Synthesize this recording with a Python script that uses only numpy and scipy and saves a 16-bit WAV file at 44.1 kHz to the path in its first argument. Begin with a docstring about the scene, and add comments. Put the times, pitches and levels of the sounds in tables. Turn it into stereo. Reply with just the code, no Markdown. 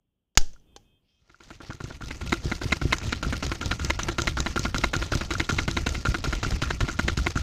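"""In a quiet yard a switch snaps right at the microphone; then a horn sounds three times, far away.
After a second a small motor whirrs up and turns a toy mixer drum: the drive knocks twice a turn and
ticks between, grit hisses, late contacts ping on the drum wall, and the frame thumps on the sand.
The mixer stands at the right microphone port; the left one hears it later, weaker and thinner."""
import sys
import numpy as np
from scipy import signal
from scipy.fft import rfft, irfft
from scipy.io import wavfile
from scipy.ndimage import uniform_filter1d

SR = 44100
rng = np.random.default_rng(int(sys.argv[2]) if len(sys.argv) > 2 else 0)


def to_wav(sig):
    """Store sig (one row per channel, or 1-D mono) as 16-bit WAV at the path in sys.argv[1].

    Samples outside -1..1 are clipped; the rate is SR.
    """
    pcm = np.clip(np.atleast_2d(sig), -1, 1) * 32767
    pcm = np.round(pcm).astype(np.int16)
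    wavfile.write(sys.argv[1], SR, pcm.T)  # frames by channels


N = 327222

# yard air over time: time_s, level_db
YARD_LEVEL = [(0, -80.5), (.36, -81.5), (.38, -55), (.6, -63.5), (.8, -61.5), (1.0, -70.5), (1.25, -77.5)]
# spectrum of the yard air: frequency_hz, gain_db
YARD_SPECTRUM = [(15, -30), (25, 6), (242, -5), (2050, -33.5), (3250, -19.5), (4030, -40), (16000, -36.5)]
# blasts of the distant horn: start_s, end_s, gain_db
HORN_BLASTS = [(0.656, 0.803, 2.5), (0.824, 1.006, 1), (1.063, 1.22, 0)]
# horn partials that reach the microphone: pitch_hz, level_db
HORN_PARTIALS = [(2557, -77), (3192, -74.5), (3510, -79)]
# the finger meets the switch, it snaps, the finger slides off: start_s, level_db, t60_s
SWITCH_CONTACTS = [(.353, -50, 0.036), (0.3742, -6, 0.026), (0.411, -40, 0.03), (0.535, -55, 0.03),
                   (.763, -35, 0.025)]
# spectrum of the snap: frequency_hz, gain_db
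SNAP_SPECTRUM = [(180, -40), (300, 0), (1000, -17), (1600, -6), (2300, -13), (3100, -4), (3700, -8),
                 (5000, -2), (6500, -1), (10000, -27), (15000, -26), (16000, -34)]
# the switch contact slams shut and bounces: time_s, height
BOUNCES = [(.3739, -1.2), (.3749, -1.3), (.3762, -.9)]
# rattles of the switch, and a low fading thud after the snap: start_s, pitch_hz, level_db, t60_s
RATTLES_AND_THUD = [(.377, 4830, -24, .04), (.396, 4800, -44, .06), (.377, 810, -42, .2),
                    (.39, 45, -32, .4), (.411, 620, -45, .03), (.533, 6200, -47, .02),
                    (.562, 1400, -50, .03), (.599, 6000, -58, .015), (.764, 810, -49, .08)]
# run-up of the motor: time_s, pitch_hz, level_db
MOTOR_RUN_UP = [(1.03, 4600, -90), (1.09, 4990, -76), (1.16, 5460, -79), (1.3, 5920, -86)]
# the running mixer, relative levels: time_s, rumble_db, scrape_db
RUNNING_LEVELS = [(1.0, -87, -98), (1.302, -71, -58.5), (1.5, -53, -46.5), (1.8, -49.5, -42),
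                  (2.1, -37, -39), (2.4, -35.5, -34), (3.0, -33.5, -32), (3.6, -32.5, -33),
                  (4.5, -32.5, -32), (5.5, -31.5, -31.5), (6.5, -30.5, -32), (7.42, -32, -32.5)]
# spectrum of the mixer's rumble: frequency_hz, gain_db
RUMBLE_SPECTRUM = [(8.8, -45), (15, -3), (70, 5.5), (207, -11), (335, -16), (400, -79), (520, -45),
                   (880, -120)]
# spectrum of sand sliding in the drum: frequency_hz, gain_db
SAND_SPECTRUM = [(180, -29), (300, -0.5), (413, -2.5), (954, -8.5), (1430, -7.5), (1870, -6), (6450, -9),
                 (9980, -27), (14400, -31), (16500, -47)]
# modes of the frame on the sand: pitch_hz, gain_db, t60_s
FRAME_MODES = [(51, -10.5, 0.28), (120, 2, 0.037), (144.7, -4.5, 0.083), (255, -2, 0.044),
               (343, -4.5, 0.047)]
# thumps of the frame: peak_s, level_db
FRAME_THUMPS = [(1.699, -18.5), (1.749, -28), (1.811, -25), (1.8443, -17), (1.8839, -26), (1.912, -27),
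                (2.036, -20.5), (2.087, -27), (2.248, -22), (2.3254, -30), (2.459, -10), (2.5175, -23),
                (2.658, -11.5), (2.722, -17), (2.8239, -16), (2.857, -5.5), (2.9303, -34), (3.0771, -18.5),
                (3.2703, -9), (3.467, -12.5), (3.6605, -18), (3.8478, -11.5), (3.9064, -24), (4.1919, -14),
                (4.2212, -15), (4.4036, -11), (4.5678, -13.5), (4.5978, -12), (4.751, -13.5), (4.7923, -16),
                (4.9677, -11), (5.1267, -23), (5.1571, -5.5), (5.5008, -16), (5.53, -11), (5.6867, -12),
                (5.8736, -15), (6.0597, -22), (6.088, -9), (6.2495, -16.5), (6.2764, -12), (6.4373, -16),
                (6.468, -13.5), (6.6269, -10), (6.8146, -16), (6.843, -11.5), (6.9977, -20), (7.1794, -8.5),
                (7.2717, -21.5), (7.3633, -9.5)]
# modes of the drum and gear box: pitch_hz, gain_db, t60_s
DRUM_MODES = [(265, 0, 0.018), (336, -7, 0.074), (699, 0.5, 0.0065), (1058, -1, 0.021), (1405, 0, 0.026),
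              (1478, 4, 0.0073), (1705, -4, 0.0078), (2110, -6, 0.022), (3855, -2.5, 0.016),
              (4100, -9, 0.016), (2654, 4.5, 0.0033), (3040, 4, 0.0037), (5120, -9.5, 0.012),
              (6010, -11.5, 0.015), (6790, -1.5, 0.0067), (7640, -16, 0.0039)]
# sharp, bright ticks of the turning mixer between its knocks: time_s, level_db
SHARP_TICKS = [(1.436, -40), (1.732, -33.5), (1.7492, -38), (1.84, -31), (2.059, -31), (2.083, -28.5),
               (2.2737, -33), (2.295, -25), (2.339, -19.5), (2.354, -38), (2.552, -28), (2.6346, -25),
               (2.9843, -21), (3.0762, -29.5), (3.3672, -25), (3.4656, -21), (3.554, -35), (3.6592, -15.5),
               (3.8477, -15.5), (4.033, -15.5), (4.219, -14.5), (4.4038, -10), (4.577, -30), (4.594, -13),
               (4.761, -32), (4.7827, -13), (4.965, -16), (5.1517, -16.5), (5.3374, -15.5), (5.412, -25),
               (5.525, -19.5), (5.545, -26), (5.6184, -29), (5.7128, -19.5), (5.8914, -19.5),
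               (6.3516, -23.5), (6.5084, -21.5), (7.3049, -29.5)]
# light late contacts on the drum wall: peak_s, level_db
WALL_PINGS = [(1.3468, -42), (1.6212, -46), (1.725, -32), (1.8583, -38), (2.0246, -29.5), (2.343, -25),
              (2.634, -32), (2.9437, -24), (3.25, -24), (3.343, -25.5), (3.6312, -24), (3.7302, -22),
              (3.816, -29), (4.196, -17.5), (4.3896, -20.5), (4.5778, -15), (4.6678, -22), (4.7632, -18.5),
              (4.9557, -19), (5.1378, -17), (5.324, -26), (5.3553, -19.5), (5.5118, -18), (5.6034, -24),
              (5.787, -27), (6.0718, -16.5), (6.1593, -23), (6.261, -22), (6.4502, -18), (6.6376, -19.5),
              (6.899, -21), (7.099, -21), (7.1906, -22), (7.376, -17)]
# short squeaks just before a hard knock: start_s, level_db
SQUEAKS = [(2.2753, -30), (2.71, -27), (2.913, -32), (2.9165, -28)]
# drive knocks, alternately the second and first of a turn: start_s, level_db, relative_treble_db
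DRIVE_KNOCKS = [(1.296, -41.5, -13), (1.403, -35, -11), (1.505, -25.5, -18.5), (1.604, -27.5, -28),
                (1.703, -23, -25), (1.804, -21.5, -17.5), (1.905, -26, -44), (2.008, -24, -23),
                (2.107, -23.5, -8.5), (2.21, -26, -13), (2.323, -3, -19.5), (2.426, -52, -17),
                (2.516, -7.5, -20.5), (2.615, -18, -13), (2.722, -1.5, -17), (2.815, -19, -17),
                (2.9248, -3.5, -12.5), (3.015, -24.5, -14), (3.125, -11.5, -9), (3.228, -16.5, -6.5),
                (3.326, -13.5, -12), (3.426, -14, -10.5), (3.517, -10.5, -16.5), (3.611, -17, -6),
                (3.712, -15.5, -4.5), (3.795, -24, -13), (3.9, -6.5, -14), (3.991, -6.5, -11),
                (4.085, -12.5, -11.5), (4.184, -12, -6.5), (4.273, -6.5, -11), (4.371, -11, -15),
                (4.462, -8, -17.5), (4.56, -6, -16), (4.65, -8.5, -19), (4.745, -13.5, -7.5),
                (4.838, -4, -16), (4.934, -8, -10.5), (5.019, -15.5, -12.5), (5.119, -5.5, -15.5),
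                (5.21, -13.5, -14), (5.306, -10, -8.5), (5.398, -6.5, -13.5), (5.492, -8, -8.5),
                (5.584, -6, -17), (5.679, -5, -17), (5.768, -6.5, -17), (5.863, -12, -6),
                (5.948, -22, -4.5), (6.052, -8, -16.5), (6.144, -12.5, -15), (6.241, -16, -3),
                (6.327, -14, -11.5), (6.43, -15.5, -2), (6.517, -18, -26), (6.619, -14, -4.5),
                (6.705, -11.5, -13.5), (6.806, -11.5, -9.5), (6.882, -17.5, -10.5), (6.99, -2.5, -21),
                (7.08, -8.5, -10.5), (7.172, -27, 10.5), (7.264, -7, -16.5), (7.357, -12.5, -15)]
# filter on the mixer's sound at the left, far port: frequency_hz, gain_db
FAR_PORT_RESPONSE = [(60, -17.5), (200, -18), (700, -15), (1300, -17.5), (2400, -17), (4400, -16.5),
                     (6500, -15), (7600, -30.5), (12000, -16.5)]

RASP_EDGES_HZ = (1000, 1900, 3000, 4300, 5800, 8000)
CLACK_HZ = (1040, 2110, 3855, 4100)   # hard blows bite into the drum modes near these
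PING_HZ, SQUEAK_HZ = 1385, 2720
# pairs: second knock of a turn, first knock
LOWER_RING_DB, UPPER_RING_DB = (-4, -3.5), (8.5, 2)
BLOW_LAG_S, BLOW_DB = (.004, .003), (-2, -6.5)
LULL_DB, SCRAPE_DB = (-1.5, -9.5), (-2, 0)
TIME_S = np.arange(N) / SR
BIN_HZ = np.arange(N // 2 + 1) * SR / N


def from_db(db):
    return 10 ** (np.asarray(db) / 20)


def unit_rms(x):
    return x / np.sqrt(np.mean(x ** 2) + 1e-20)


def curves(rows):
    """Columns of a time table at every sample."""
    times, *columns = np.transpose(rows)
    return [np.interp(TIME_S, times, column) for column in columns]


def colour(x, points):
    """Filter by a table of frequency_hz, gain_db."""
    hz, db = np.transpose(points)
    gain_db = np.interp(np.log(np.maximum(BIN_HZ, 1)), np.log(hz), db)
    return irfft(rfft(x) * from_db(gain_db), N)


def coloured_noise(points):
    return unit_rms(colour(rng.standard_normal(N), points))


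def butter(x, hz, kind="low", order=2):
    return signal.sosfilt(signal.butter(order, hz, kind, fs=SR, output="sos"), x)


def drift(rate_hz):
    """Smooth random wander with an rms of 1."""
    r = np.exp(-2 * np.pi * rate_hz / SR)
    return unit_rms(signal.lfilter([1], [1, -2 * r, r * r], rng.standard_normal(N + SR))[SR:])


def train(times_s, sizes):
    """Clicks of the given sizes at the given times."""
    at = np.clip(np.ravel(times_s) * SR, 0, N - 1).astype(int)
    return np.bincount(at, np.ravel(sizes), N) + 1e-18


def ring(clicks, hz, t60_s):
    """A unit click sets a sine of height 1 ringing."""
    r, w = from_db(-60 / (t60_s * SR)), 2 * np.pi * hz / SR
    return signal.lfilter([0, np.sin(w)], [1, -2 * r * np.cos(w), r * r], clicks)


def fade(clicks, t60_s):
    """A unit click starts a decaying envelope."""
    return signal.lfilter([1], [1, -from_db(-60 / (t60_s * SR))], clicks)


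def scatter(db, spread_db):
    """Amplitudes scattered at random around the given levels."""
    return from_db(db + rng.normal(0, spread_db, np.shape(db)))


def yard_air():
    """Faint air all around the microphone; it rises at the snap and sinks back."""
    return from_db(curves(YARD_LEVEL)[0]) * coloured_noise(YARD_SPECTRUM)


def distant_horn():
    """Only a few upper partials carry this far; they waver in the air."""
    gate = sum(from_db(db) * np.clip(np.minimum(TIME_S - start, end - TIME_S) / .031, 0, 1)
               for start, end, db in HORN_BLASTS)
    return gate * sum(from_db(db - 2 + 2 * drift(4.1)) * np.sin(2 * np.pi * hz * TIME_S)
                      for hz, db in HORN_PARTIALS)


def overload_swing(start_s=.3738, rise_s=.0014, hz=8.1):
    """The snap overloads the recorder, which recovers with a slow sub-bass swing."""
    age = np.maximum(TIME_S - start_s, 0)
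    envelope = .75 * (1 - np.exp(-age / rise_s)) * np.exp(-26 * age)
    return envelope * np.cos(2 * np.pi * hz * age + .85)


def close_switch():
    """A dry crack that overloads the recorder, amid duller finger touches on a plastic housing."""
    noise = coloured_noise(SNAP_SPECTRUM)
    meet, crack, *slides = [fade(train(s, from_db(db)), t60) for s, db, t60 in SWITCH_CONTACTS]
    pat = unit_rms(butter(rng.standard_normal(N), [150, 900], "band"))
    finger = (butter(noise, 5000, order=1) + from_db(-9) * pat) * sum(slides, meet)
    start_s, level_db, _ = np.transpose(SWITCH_CONTACTS)
    tail = fade(train(start_s, from_db(level_db - 33)), t60_s=.33)
    snap = noise * (crack + tail)
    housing = ring(from_db(-47) * finger, hz=810, t60_s=.06)
    rattles_and_thud = sum(ring(train(s, from_db(db)), hz, t60) for s, hz, db, t60 in RATTLES_AND_THUD)
    slam = sum(height * np.exp(-((TIME_S - s) / 55e-6) ** 2) for s, height in BOUNCES)
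    return np.clip(slam + snap + finger + housing + rattles_and_thud + overload_swing(), -.8, .8)


def motor_whirr():
    """Two diffuse bands of noise that climb as the motor gathers speed."""
    hz, db = curves(MOTOR_RUN_UP)
    gate = np.abs(TIME_S - 1.18) < .16
    phase = 2 * np.pi * np.cumsum(hz) / SR
    upper = drift(600) * np.sin(phase)
    lower = from_db(2) * drift(640) * np.sin(.6 * phase)
    return gate * from_db(db) * (upper + lower)


def knock_columns():
    """Start, level and treble of each knock, and 1 if it is the first of its turn, else 0."""
    start_s, db, treble_db = np.transpose(DRIVE_KNOCKS)
    return start_s, db, treble_db, np.arange(len(start_s)) % 2


def load_scrape_db():
    """The load lets go just before each knock and scrapes again after it."""
    start_s, _, _, first = knock_columns()
    lull_db, scrape_db = np.take(LULL_DB, first), np.take(SCRAPE_DB, first)
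    times = start_s[:, None] + [-.018, -.004, .014, .045]
    levels = np.transpose([lull_db, lull_db, scrape_db, scrape_db])
    return curves(RUNNING_LEVELS)[1] + np.interp(TIME_S, times.ravel(), levels.ravel())


def mixer_rumble(scrape_db):
    """The wavering bass of the running mixer; the load's lulls reach it too."""
    lulls_db = scrape_db - uniform_filter1d(scrape_db, size=SR // 2)
    level_db = curves(RUNNING_LEVELS)[0] + 4.75 + lulls_db + 2.97 * drift(41)
    return from_db(level_db) * coloured_noise(RUMBLE_SPECTRUM)


def grit(scrape_db):
    """Sand hisses in the drum, flares at knocks and ticks and keeps the wall ringing; two signals."""
    start_s, db, treble_db, _ = knock_columns()
    tick_s, tick_db = np.transpose(SHARP_TICKS)
    knock_bursts = fade(train(start_s + .00031, from_db(db + treble_db - 12)), t60_s=.081)
    knock_bursts = uniform_filter1d(knock_bursts, size=180)   # swells over a few ms
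    tick_bursts = fade(train(tick_s, from_db(tick_db - 8.5)), t60_s=.017)
    level = from_db(scrape_db - 4) + knock_bursts + tick_bursts
    # each band rasps on its own, and all share a quick flicker
    band = np.searchsorted(RASP_EDGES_HZ, BIN_HZ)
    rasps = [from_db(2.5 * drift(28)) for _ in range(len(RASP_EDGES_HZ) + 1)]
    grain_sizes = from_db(5.2 * np.minimum(rng.exponential(1, (2, N)), 4))
    faces = []
    for grains in grain_sizes * rng.standard_normal((2, N)):
        hiss = unit_rms(colour(grains, SAND_SPECTRUM))
        spectrum = rfft(hiss)
        rasping = sum(irfft(spectrum * (band == k), N) * rasp for k, rasp in enumerate(rasps))
        flicker = from_db(3 * drift(114))
        wall = ring(level * hiss * from_db(5.5 * drift(87)), hz=1402.4, t60_s=.076)
        faces.append(level * flicker * rasping + from_db(-40) * wall)
    return faces


def frame_thumps(rise_s=.00358):
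    """The frame rocks on the sand: a soft push into its low modes."""
    peak_s, db = np.transpose(FRAME_THUMPS)
    frame = 0
    for k, (hz, mode_db, t60) in enumerate(FRAME_MODES):
        sizes = (1 if k else -1) * scatter(db + mode_db - 5.5, 1.5)
        start_s = peak_s - rise_s + rng.uniform(0, .00076, len(peak_s))
        frame += ring(train(start_s, sizes), hz, t60)
    return butter(frame, 450)


def soft_pushes(rows, hz, gain_db, lead_s=0):
    """A soft contact pushes once a cycle, so the ring builds over three cycles."""
    time_s, db = np.transpose(rows)
    return train(time_s[:, None] - lead_s + np.arange(3) / hz, np.repeat(from_db(db + gain_db), 3))


def light_contacts(hz, mode_db, polarity):
    """Pings and squeaks push a drum mode near their pitch; sharp ticks strike the high modes."""
    hits = 0
    if abs(hz - PING_HZ) < 100:
        hits += soft_pushes(WALL_PINGS, PING_HZ, mode_db - 5, lead_s=.0025)
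    if abs(hz - SQUEAK_HZ) < 150:
        hits += soft_pushes(SQUEAKS, hz, gain_db=5)
    if hz > 3200:
        tick_s, tick_db = np.transpose(SHARP_TICKS)
        hits += polarity * train(tick_s - .0003, scatter(tick_db + .3 * mode_db - 1.5, 2.5))
    return hits


def crackle(blow_s, blow_treble_db):
    """The bright edge of blows and ticks: a very short burst of high noise on each."""
    tick_s, tick_db = np.transpose(SHARP_TICKS)
    edges = train(np.r_[blow_s, tick_s], scatter(np.r_[blow_treble_db, tick_db] - 15, 3))
    return butter(fade(edges, t60_s=.0026) * rng.standard_normal(N), 5000, "high")


def knock_tone_db(hz, db, treble_db, first):
    """How each knock feeds a mode; hard knocks give the low modes a smaller share."""
    if hz < 1700:
        return np.take(LOWER_RING_DB, first) - .57 * np.maximum(db + 15.5, 0)
    upper_db = np.take(UPPER_RING_DB, first) + .66 * treble_db
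    if hz < 2400:
        return upper_db
    return treble_db if hz > 4300 else (treble_db + upper_db) / 2


def drum_knocks(contacts=7, bite_from_db=-11):
    """Each knock is a touch, then a clatter around one hard blow; light contacts ring the same drum."""
    start_s, db, treble_db, first = knock_columns()
    lags_s = np.cumsum(.0032 * rng.uniform(.4, 1.1, (len(start_s), contacts)), axis=1)
    lags_s -= lags_s[:, :1]
    # the clatter grows for 4 ms, then weakens
    swell_db = -1800 * np.abs(lags_s - .004) - 3 + rng.normal(0, 2.9, lags_s.shape)
    blow_s = start_s + np.take(BLOW_LAG_S, first)
    excess_db = np.maximum(db - bite_from_db, 0) * (1 - first)   # only a turn's second knock bites
    drum = 0
    for k, (hz, mode_db, t60) in enumerate(DRUM_MODES):
        polarity = (-1) ** k
        strike_db = db + knock_tone_db(hz, db, treble_db, first) + mode_db
        clatter = scatter(strike_db[:, None] + swell_db, 2.02) * rng.choice([-1, 1], lags_s.shape)
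        blow = polarity * scatter(strike_db + np.take(BLOW_DB, first), 3.2)
        touch = scatter(strike_db - 9, 1.6)
        hits = train(start_s, touch) + train(start_s[:, None] + lags_s, clatter) + train(blow_s, blow)
        if np.abs(np.log(hz / np.array(CLACK_HZ))).min() < .03:
            bite = from_db((1.4 if hz < PING_HZ else 1) * excess_db) - 1
            drum += ring(train(blow_s, blow * bite), hz, t60)
            t60 *= .55   # lighter contacts leave the parts pressed together, so the ring dies sooner
        drum += ring(hits + light_contacts(hz, mode_db, polarity), hz, t60)
    softened = butter(drum, 9000, order=1)   # plastic contacts are not quite hard
    return softened + crackle(blow_s, db + treble_db)


def scene(lag_samples=20):
    """Yard, horn, switch and whirr sit centre; the rest of the mixer stands at the right port."""
    running = TIME_S > 1
    scrape_db = load_scrape_db()
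    near_grit, far_grit = grit(scrape_db)
    near_rumble, far_rumble = mixer_rumble(scrape_db), mixer_rumble(scrape_db)
    knocks, thumps = drum_knocks(), frame_thumps()
    right = running * (knocks + thumps + near_grit + near_rumble)
    # the left port hears the mixer late, and partly from its other faces
    shared = .53 * knocks + .08 * thumps + .31 * near_grit + .063 * near_rumble
    other_faces = 1.1 * drum_knocks() + .14 * frame_thumps() + 2.6 * far_grit + far_rumble
    left = running * (shared + other_faces)
    left = colour(np.r_[np.zeros(lag_samples), left[:-lag_samples]], FAR_PORT_RESPONSE)
    return np.array([left, right]) + close_switch() + distant_horn() + yard_air() + motor_whirr()


def record(dry):
    """The recorder flattens the peaks and cuts the top octave short at 16.6 kHz."""
    limited = dry / (1 + np.abs(dry) ** 6) ** (1 / 6)
    return signal.sosfilt(signal.cheby2(12, 70, 16600, fs=SR, output="sos"), limited)


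dry = scene()
out = record(dry)
to_wav(out)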